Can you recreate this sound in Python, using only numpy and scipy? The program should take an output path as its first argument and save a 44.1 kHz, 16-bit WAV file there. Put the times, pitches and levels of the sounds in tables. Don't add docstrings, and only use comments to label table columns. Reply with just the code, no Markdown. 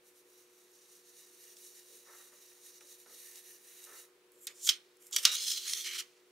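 import sys
import numpy as np
from scipy import signal
from scipy.fft import rfft, irfft, next_fast_len
from scipy.io import wavfile
from scipy.ndimage import uniform_filter1d, map_coordinates

SR = 44100
rng = np.random.default_rng(int(sys.argv[2]) if len(sys.argv) > 2 else 0)


def wav_record(signal):
    frames = np.transpose(np.atleast_2d(signal))
    bounded = np.clip(frames, -1, 1)
    quanta = np.round(bounded * 32767).astype(np.int16)
    wavfile.write(sys.argv[1], SR, quanta)


def field_ratio(decibels):
    return 10 ** (np.asarray(decibels, dtype=float) / 20)


N = 278271

# [f/Hz, level/dB rms]
HUM_TONES = [(59.2, -101), (360.7, -71.5), (480.3, -77.5)]
# [f/Hz, density/dB per Hz]
AIR_SPECTRUM = [(20, -47), (90, -41.5), (125, -34), (200, -26), (250, -29), (300, -23), (390, -14.5),
                (440, -21), (520, -22.5), (750, -28), (1000, -25.5), (2400, -26.5), (6000, -32.5),
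                (11000, -35), (15700, -37.5)]
# [f/Hz, left-right likeness/0..1]
AIR_ALIKE = [(30, .999), (150, 1), (550, 0.83), (1650, 0.36), (4970, .32), (15000, .13)]
AIR_LEVEL_DB = -70

# [middle t/s, bristle hiss level/dB, length/s]
STROKES = [(0.084, -71.1, 0.077), (0.185, -72.0, 0.07), (0.382, -69.2, 0.195), (0.61, -69.7, 0.261),
           (0.754, -69.8, 0.055), (0.829, -66.3, 0.096), (0.952, -63.7, 0.127), (1.087, -65.0, 0.086),
           (1.209, -63.3, 0.169), (1.351, -65.2, 0.084), (1.438, -61.9, 0.08), (1.539, -63.0, 0.3),
           (1.672, -59.3, 0.106), (1.782, -60.7, 0.08), (1.93, -61.6, 0.175), (2.172, -61.6, 0.211),
           (2.31, -68.0, 0.29), (2.433, -65.8, 0.048), (2.505, -65.1, 0.3), (2.666, -57.8, 0.077),
           (2.776, -61.1, 0.145), (2.91, -59.6, 0.105), (3.011, -62.2, 0.056), (3.164, -59.8, 0.177),
           (3.289, -58.8, 0.135), (3.377, -58.1, 0.061), (3.497, -61.1, 0.153), (3.667, -64.3, 0.083),
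           (3.837, -59.7, 0.269), (3.987, -57.6, 0.096)]
# [t/s, loss/dB]
HALTS = [
    (1.555, 6),
    (2.312, 3),
    (2.797, 9),
    (3.81, 4),
]
HALT_S = .012
# [t/s, fizz re hiss/dB, stencil body re hiss/dB]
BRUSH_LEANING = [(0.0, 5, -18), (0.3, 4, -18), (0.45, 0, -16), (0.9, -1, -18), (1.5, 2, -11),
                 (1.68, 1, -19), (1.79, 1, -10), (1.86, 1, -14), (2.3, 1.5, -12), (2.7, 0, -15),
                 (3.1, 1, -16), (3.3, 4, -8), (3.38, 1, -12), (3.52, 4.5, -7), (3.8, 3.5, -7),
                 (4.05, 2, -14)]
# [f/Hz, width/Hz, level/dB]
STENCIL_MODES = [(1810, 47, -4), (2853, 53, -2.5), (3840, 110, -3.5), (4404, 32, -2.5), (4880, 34, -3),
                 (5724, 270, 0), (6660, 230, 0.5), (7370, 52, -3), (7900, 120, -6), (8780, 130, 0.5),
                 (9400, 570, 0.5), (10260, 170, -6.5), (11400, 370, -15), (11700, 130, -0.5),
                 (12600, 120, -0.5), (15000, 170, -6)]
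# [f/Hz, density/dB per Hz]
BRISTLE_SPECTRUM = [(350, -52), (600, -24.5), (1560, -21), (1860, -12), (3220, -13), (3850, -5),
                    (5190, -10.5), (5790, -4.5), (7310, -5.5), (12100, 0), (15700, -0.5)]
# [f/Hz, left-right likeness/0..1]
BRUSH_ALIKE = [(60, 1.0), (180, 0.86), (550, 0.82), (1650, 1), (4970, 0.8), (15000, 0.5)]
# [f/Hz, left minus right/dB]
BRUSH_BALANCE = [(60, 0.0), (180, 0.5), (550, 1.5), (1650, -1.5), (4970, -2.9), (15000, -0.5)]

# [full t/s, level/dB, rise/s per 20 dB, hold/s, fall/s per 20 dB]
CREAKS = [
    (.25, -74, .04, .04, .1),
    (1.9, -71, .05, .08, .1),
    (2.33, -75, .02, .02, .06),
    (2.81, -72, .005, .03, .1),
    (3.065, -69, .006, .06, .12),
    (3.9, -71, .02, .05, .1),
    (4.34, -71, .03, .05, .1),
    (4.5, -73, .02, .04, .1),
    (4.69, -74, .02, .03, .1),
    (5.15, -73, .02, .04, .1),
]
# [f/Hz, density/dB per Hz]
FRAME_SPECTRUM = [(150, -40), (250, -6), (300, 0), (480, 2), (560, 0), (700, -20), (1000, -50)]

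# [t/s, peak/dB, centre f/Hz, t60/s]
TICKS = [(1.568, -40.5, 4360, 0.017), (1.8294, -51, 5700, 0.02), (3.3564, -38.5, 5700, 0.016),
         (3.8403, -33.5, 7200, 0.012), (3.849, -34, 7000, 0.01), (4.3186, -46, 9000, 0.011),
         (4.453, -50, 8000, .015), (4.9686, -52, 7100, 0.017), (5.0675, -39.5, 6780, 0.02),
         (5.1105, -37, 7800, 0.014), (1.6363, -46, 6000, .015), (2.1342, -48, 9500, .012),
         (2.645, -48, 5500, .012), (2.8072, -45, 5000, .016), (3.0601, -51, 3000, .016),
         (3.145, -46, 5500, .01), (2.517, -55, 1880, 0.03), (2.809, -48, 1880, 0.03),
         (3.061, -52, 1040, 0.037)]

# [full t/s, level/dB, rise/s per 20 dB, hold/s, fall/s per 20 dB]
SCUFFS = [(2.085, -61.5, .045, .05, .14), (2.2, -70, .03, .03, .15), (2.325, -68, .015, .01, .06),
          (2.522, -78, .02, .01, .06), (2.809, -64, .004, .004, .05), (3.064, -64, .01, .008, .06),
          (3.09, -70, .02, .04, .06), (3.872, -62.5, .015, .02, .1), (3.9, -60.5, .03, .04, .16),
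          (4.47, -66, .004, .01, .1), (5.112, -67, .003, .005, .03), (5.137, -58, .004, .004, .02),
          (5.165, -64, .004, .04, .15), (5.255, -58, .005, .01, .17)]
# [f/Hz, width/Hz, level/dB]
TABLE_MODES = [(953, 110, -10), (1300, 100, 3.5), (1820, 85, 2)]
# [f/Hz, density/dB per Hz]
THUD_SPECTRUM = [(200, -28.5), (450, 3), (700, -3), (1300, -1.5), (2100, -2), (2700, -15.5), (5000, -40)]

# [full speed t/s, rasp level/dB, rise/s per 20 dB, hold/s, fall/s per 20 dB]
SLIDES = [(4.325, -89, .005, .065, .03), (4.425, -75, .045, .03, .025), (4.473, -60.5, .005, .033, .053),
          (4.557, -66, .021, .028, .013), (4.674, -37.5, .06, .037, .055), (4.765, -67, .061, 0, .28),
          (5.023, -75, .032, .063, .028), (5.128, -39, .009, .021, .04), (5.168, -44, .025, .023, .072),
          (5.231, -44, .02, .011, .02), (5.261, -30, .01, .016, .082), (5.321, -38.5, .016, .126, .066),
          (5.483, -35.5, .07, .038, .032), (5.537, -38.5, .105, .049, .026), (5.598, -44, .009, .043, .145),
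          (5.677, -40.5, .04, .072, .093), (5.772, -41.5, .03, .045, .04), (5.859, -37.5, .036, .016, .04),
          (5.946, -42, .099, .014, .07), (5.988, -39.5, .021, .018, .015), (6.026, -67, .003, 0, .33),
          (6.176, -76, .01, .005, .01)]
# [from t/s, fingertip hiss re rasp/dB, sheet body re rasp/dB]
CONTACTS = [(4.2, 18.5, 0), (4.464, 1, 1), (4.54, 5, -9), (4.615, 5, -23), (4.67, 4, -15), (4.705, -6, -7),
            (4.995, 14, 2), (5.112, -3, -21), (5.165, 2.5, -9), (5.246, -7, -9), (5.315, 1, -11),
            (5.365, -5, -15), (5.41, -1.5, -17), (5.54, -3, -16), (5.655, -1, -8), (5.705, -1, -13),
            (5.76, 1, -9), (5.8, 0, -15), (5.845, -6, -9), (5.89, -1.5, -4), (5.975, -1, -9),
            (6.005, -2, -1), (6.03, -2, -6)]
CONTACT_SHIFT_S, SLIDE_DB = .015, -2
# [t/s, peak/dB, treble re peak/dB, body re peak/dB, t60/s]
SNAPS = [(4.469, -31, 2, -41.5, 0.02), (4.4744, -36.5, -12.5, -14, 0.035), (4.6716, -35, -15.5, -12, 0.036),
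         (4.6895, -4.5, -18, -21, 0.026), (5.1625, -10.5, -3, -12, 0.017), (5.1685, -26, -14, -8, .015),
         (5.184, -35, -14, -18, .03), (5.2334, -48.5, -3.5, -14, 0.023), (5.245, -32.5, -7.5, -5.5, 0.021),
         (5.2512, 0, -8.5, -17.5, 0.022), (5.2565, -14, -16, -18, .012), (5.4805, -31, -8, -25, 0.025),
         (5.5045, -30, -10, -20, .02), (5.5165, -30, -12, -20, 0.022), (5.571, -39, -8, -20, .02),
         (5.696, -36, -8, -12, .015), (5.7336, -24.5, -10, -12, 0.02), (5.8755, -43.5, -8, -8, 0.038)]
SNAP_RISE_S, RISE_GROWS_DB_PER_DB = .0024, .4
TREBLE_T60_RATIO = .7
# [f/Hz, density/dB per Hz]
RASP_SPECTRUM = [(300, -57.5), (500, -32.5), (950, -28), (1200, -18), (2200, -10), (2650, -8), (3200, -0.5),
                 (6200, 0), (8000, -6), (10000, -10.5), (11200, -14.5), (12800, -11.5), (14300, -15.5),
                 (15700, -19.5)]
# [f/Hz, width/Hz, level/dB]
MAT_MODES = [(1300, 130, -8), (1880, 100, -5.5), (2300, 130, -5)]
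# [from t/s, modes (f/Hz, width/Hz, level/dB)]
SHEET_SHAPES = [
    (4.2, [(7400, 400, -1), (9700, 300, -5), (11700, 200, -2.5), (13000, 200, -2.5), (7450, 120, -3)]),
    (4.464, [(4460, 44, -3.5), (5060, 44, 0), (6880, 56, 5), (9270, 44, -12)]),
    (4.54, [(4130, 28, -6.5), (5720, 46, -0.5), (6510, 85, -1.5), (7230, 52, 7), (9420, 31, -7), (8000, 4500, -6)]),
    (4.668, [(1400, 400, 0), (2150, 300, -1), (3194, 140, 1), (4310, 99, -11), (5440, 120, 0.5), (9400, 92, -5.5)]),
    (4.705, [(2440, 42, -1), (3760, 71, 0), (4280, 63, -2), (5350, 120, -2), (6100, 33, -3)]),
    (4.95, [(7300, 170, -1), (9260, 190, -2), (11600, 34, -3.5), (12600, 100, 0), (13710, 37, -6)]),
    (5.108, [(3016, 71, 1), (3280, 250, -2.5), (5800, 200, -9.5), (7930, 37, -11), (9920, 220, -9.5), (12600, 130, -9.5), (7000, 900, -2)]),
    (5.158, [(2990, 120, 0), (3330, 99, 0), (5810, 200, -4), (9590, 220, -11), (12700, 190, -13), (13900, 140, -13)]),
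    (5.18, [(2970, 89, 0), (5400, 28, -2), (8630, 150, -3), (9180, 23, -5), (12200, 39, -3), (13300, 59, -7)]),
                (5.246, [(2370, 53, -10.5), (1250, 300, 3), (2850, 60, -1), (3780, 51, 4.5), (4025, 49, -5), (5590, 58, 1.5), (6030, 76, -6), (5920, 120, -9.5), (7840, 32, -11.5)]),
    (5.35, [(2310, 110, -4.5), (2970, 74, -5.5), (3370, 150, 0), (4200, 130, 0), (4504, 36, -10), (5230, 160, -4.5), (6290, 61, -2.5), (6220, 32, -5), (6760, 100, -4), (9270, 74, -1.5)]),
    (5.465, [(2490, 39, -15), (3290, 64, 0), (4130, 66, 0), (5230, 47, -2), (6180, 34, -2), (6340, 39, -2), (6800, 96, -6), (9010, 67, -11)]),
    (5.575, [(3000, 25, -7), (3260, 230, -3), (4140, 110, 0), (4530, 36, -5), (6170, 110, -4), (7160, 47, -7), (9150, 100, -12)]),
    (5.66, [(3240, 57, -2), (3605, 46, -2), (4280, 120, -1), (5400, 38, -3), (5900, 31, -3), (6580, 60, 0.5), (9770, 270, 2)]),
    (5.728, [(3230, 65, 0), (3540, 39, 0), (4300, 110, -2), (5880, 64, -2), (6390, 41, -1), (9860, 81, -4), (12900, 63, -12)]),
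    (5.84, [(2200, 160, 1.5), (2914, 110, 0.5), (3150, 50, -3.5), (4084, 190, -5.5), (4900, 29, -10), (5346, 53, -6.5), (6110, 50, -1.5), (9730, 52, -6), (12600, 48, -5)]),
    (5.91, [(2190, 52, -3), (2990, 37, -2), (3210, 72, 0), (4090, 210, -2), (5260, 36, -1), (5890, 44, -3), (9720, 55, -7), (12600, 41, -7)]),
    (6.02, [(2300, 500, -4), (4200, 600, -6), (6000, 600, -6)]),
]
# [f/Hz, left-right likeness/0..1]
PAPER_ALIKE = [(60, 0.93), (180, 0.87), (550, 1), (1650, 0.97), (4970, 0.89), (15000, 0.45)]
# [f/Hz, left minus right/dB]
PAPER_BALANCE = [(60, 0.0), (180, -0.5), (550, 0.5), (1650, -4), (4970, -2), (15000, -1)]

# [f/Hz, t60/s]
ROOM_T60 = [(500, 0.49), (3000, 0.21), (12000, 0.062)]
BODY_TOP_HZ, FIZZ_FROM_HZ = 2807, 7560
TOP_HZ = 15750


def unit(x):
    return x / np.sqrt(np.mean(x ** 2) + 1e-20)


def along(points, hz):
    f, v = np.transpose(points)
    return np.interp(np.log(hz + 1), np.log(f + 1), v)


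def wobble(rate_hz):
    knots = rng.standard_normal(int(N * rate_hz / SR) + 4)
    return map_coordinates(knots, [np.arange(N) * rate_hz / SR])


def filtered(x, response):
    n = x.shape[-1]
    m = next_fast_len(n + SR // 10)
    spectrum = rfft(x, m) * response(np.fft.rfftfreq(m, 1 / SR))
    return irfft(spectrum, m)[..., :n]


def resonant(spectrum, modes, base_db):
    def response(f):
        bumps = sum(field_ratio(db) ** 2 / (1 + (2 * (f - c) / (w + 60)) ** 2) for c, w, db in modes)
        return field_ratio(along(spectrum, f)) * np.sqrt(field_ratio(base_db) ** 2 + bumps)
    return response


def grit(spread_db, clump_db, rate_hz):
    uneven_db = spread_db * np.minimum(rng.exponential(1, N), 4)
    clumps_db = np.clip(clump_db * wobble(rate_hz), -6, 4)
    return field_ratio(uneven_db + clumps_db) * rng.standard_normal((2, N))


def patchy(x, depth_db):
    z = signal.stft(x, nperseg=512)[2]
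    field = uniform_filter1d(rng.standard_normal(z.shape[1:]), size=5, axis=0)
    field = uniform_filter1d(field, size=14, axis=1)
    return signal.istft(z * field_ratio(depth_db * unit(field)), nperseg=512)[1][:, :N]


def ranges(x):
    low = lambda f: 1 / (1 + (f / BODY_TOP_HZ) ** 8)
    high = lambda f: 1 - 1 / (1 + (f / FIZZ_FROM_HZ) ** 8)
    middle = lambda f: 1 - low(f) - high(f)
    sounding = x[0] != 0
    parts = [filtered(x, response) for response in (middle, high, low)]
    return [part / np.std(part[:, sounding]) for part in parts]


def rub(gain, high_db, low_db, parts):
    middle, high, low = parts
    return gain * (middle + field_ratio(high_db) * high + field_ratio(low_db + 1) * low)


def place(pair, alike, balance):
    turn = lambda hz: np.arccos(np.clip(along(alike, hz), 0, 1)) / 2
    mid, side = filtered(pair, lambda hz: np.array([np.cos(turn(hz)), np.sin(turn(hz))]))
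    stereo = np.array([mid + side, mid - side])
    return filtered(stereo, lambda hz: field_ratio(along(balance, hz) * [[.5], [-.5]]))


def swells(rows):
    t = np.arange(N) / SR
    power = 0
    for s, db, rise, hold, fall in rows:
        away = np.maximum(0, np.maximum((s - t) / rise, (t - s - hold) / fall))
        power = power + field_ratio(db - 20 * away) ** 2
    return np.sqrt(power)


def column(rows):
    s, *cols = np.transpose(rows)
    return [np.interp(np.arange(N) / SR, s, c) for c in cols]


def hum():
    t = np.arange(N) / SR
    tones = np.zeros(N)
    for hz, db in HUM_TONES:
        strength = field_ratio(db + 4 + 1.2 * wobble(7.6))
        tones += strength * np.sin(2 * np.pi * hz * t + 0.18 * wobble(24))
    return tones * field_ratio([[.7], [-.7]])


def floor():
    air = filtered(rng.standard_normal((2, N)), lambda hz: field_ratio(along(AIR_SPECTRUM, hz)))
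    upper = filtered(air, lambda hz: hz > 600)
    stereo = place(air, AIR_ALIKE, [(100, 0.18), (9000, -0.53)])
    return field_ratio(AIR_LEVEL_DB) * stereo / np.std(upper)


def pressure():
    t = np.arange(N) / SR
    power = sum(field_ratio(db - 24 * ((t - s) / length) ** 2) ** 2 for s, db, length in STROKES)
    loss_db = sum(db * np.exp(-((t - s) / HALT_S) ** 2) for s, db in HALTS)
    return np.sqrt(power) * field_ratio(-loss_db)


def brush():
    slips = patchy(grit(spread_db=1.5, clump_db=.9, rate_hz=150), depth_db=1.1)
    texture = filtered(slips, resonant(BRISTLE_SPECTRUM, STENCIL_MODES, base_db=-10.5))
    gain = pressure() * field_ratio(0.78 * wobble(24.88) + 0.18)
    fizz_db, body_db = column(BRUSH_LEANING)
    return place(rub(gain, fizz_db, body_db, ranges(texture)), BRUSH_ALIKE, BRUSH_BALANCE)


def creaks():
    push = unit(filtered(rng.standard_normal(N), lambda hz: field_ratio(along(FRAME_SPECTRUM, hz))))
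    return swells(CREAKS) * push * np.ones((2, 1))


def ticks():
    out, t = np.zeros(N), np.arange(SR // 16) / SR
    for s, db, hz, t60 in TICKS:
        edges_hz = [hz / 1.2, min(hz * 1.8, 16000)]
        band = signal.butter(2, edges_hz, "band", fs=SR, output="sos")
        puff = signal.sosfilt(band, rng.standard_normal(len(t)))
        fade = field_ratio(-60 * t / t60) * (1 - np.exp(-t / .0006))
        out[round(s * SR):][:len(t)] += field_ratio(db - 5) * np.std(fade) * unit(fade * puff)
    return out * field_ratio([[-.6], [.6]])


def wrist():
    slips = grit(spread_db=2, clump_db=1.8, rate_hz=110)
    texture = unit(filtered(slips, resonant(THUD_SPECTRUM, TABLE_MODES, base_db=-4.5)))
    return place(swells(SCUFFS) * texture, BRUSH_ALIKE, BRUSH_BALANCE)


def reshaped(x, base_db):
    out, fade = np.zeros_like(x), SR // 100
    shapes = SHEET_SHAPES
    starts = [round(s * SR) for s, _ in shapes] + [N]
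    for begin, end, (_, modes) in zip(starts, starts[1:], shapes):
        colour = resonant(RASP_SPECTRUM, modes + MAT_MODES, base_db)
        part = unit(filtered(x[:, begin:end + fade], colour))
        k = np.arange(part.shape[1])
        ramp = np.clip(np.minimum(k, end + fade - begin - k) / fade, 0, 1)
        out[:, begin:end + fade] += part * np.sqrt(ramp)
    return out


def touch():
    s, *cols = np.transpose(CONTACTS)
    now = np.maximum(np.searchsorted(s, np.arange(N) / SR) - 1, 0)
    return [uniform_filter1d(c[now], size=round(CONTACT_SHIFT_S * SR)) for c in cols]


def add_snaps(sheet, parts):
    t = np.arange(SR // 8) / SR
    for s, db, high_db, low_db, t60 in SNAPS:
        start = round(s * SR)
        at = slice(start, start + len(t))
        rise_s = SNAP_RISE_S * field_ratio(RISE_GROWS_DB_PER_DB * (db + 10))
        swell = field_ratio(-60 * t / t60) * (1 - np.exp(-t / rise_s)) * [[1.2], [.45]]
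        quick = field_ratio(-60 * t / t60 * (1 / TREBLE_T60_RATIO - 1))
        middle, high, low = (unit(swell * fade * part[:, at]) for part, fade in zip(parts, (1, quick, 1)))
        burst = middle + field_ratio(high_db + 1.5) * high + field_ratio(low_db + 2) * low
        sheet[:, at] += field_ratio(db - 3) * np.std(swell) * burst


def paper():
    slips = patchy(grit(spread_db=1.5, clump_db=1.2, rate_hz=260), depth_db=1.5)
    parts = ranges(reshaped(slips, base_db=-9.5))
    sheet = rub(swells(SLIDES) * field_ratio(.6 * wobble(40) + SLIDE_DB), *touch(), parts)
    add_snaps(sheet, parts)
    thin = filtered(sheet, lambda hz: 1 - 1 / (1 + (hz / 500) ** 4))
    return place(thin, PAPER_ALIKE, PAPER_BALANCE)


def room(x):
    hz, t, z = signal.stft(rng.standard_normal((2, SR // 2)), SR, nperseg=256)
    decay = field_ratio(-60 * t / along(ROOM_T60, hz)[:, None])
    tail = signal.istft(z * decay, SR, nperseg=256)[1]
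    delayed = np.pad(x, ((0, 0), (130, 0)))
    return signal.fftconvolve(delayed, tail / np.linalg.norm(tail[0]), axes=1)[:, :N]


def scene():
    table = brush() + creaks() + ticks() + wrist() + paper()
    return table + field_ratio(-16) * room(table) + hum() + floor()


def band_limit(x):
    return signal.sosfilt(signal.butter(12, 16970, fs=SR, output="sos"), x)


def record(dry):
    mix = filtered(dry, lambda hz: np.where(hz < TOP_HZ, 1, field_ratio(-36)))
    return band_limit(mix)


dry = scene()
out = record(dry)
wav_record(out)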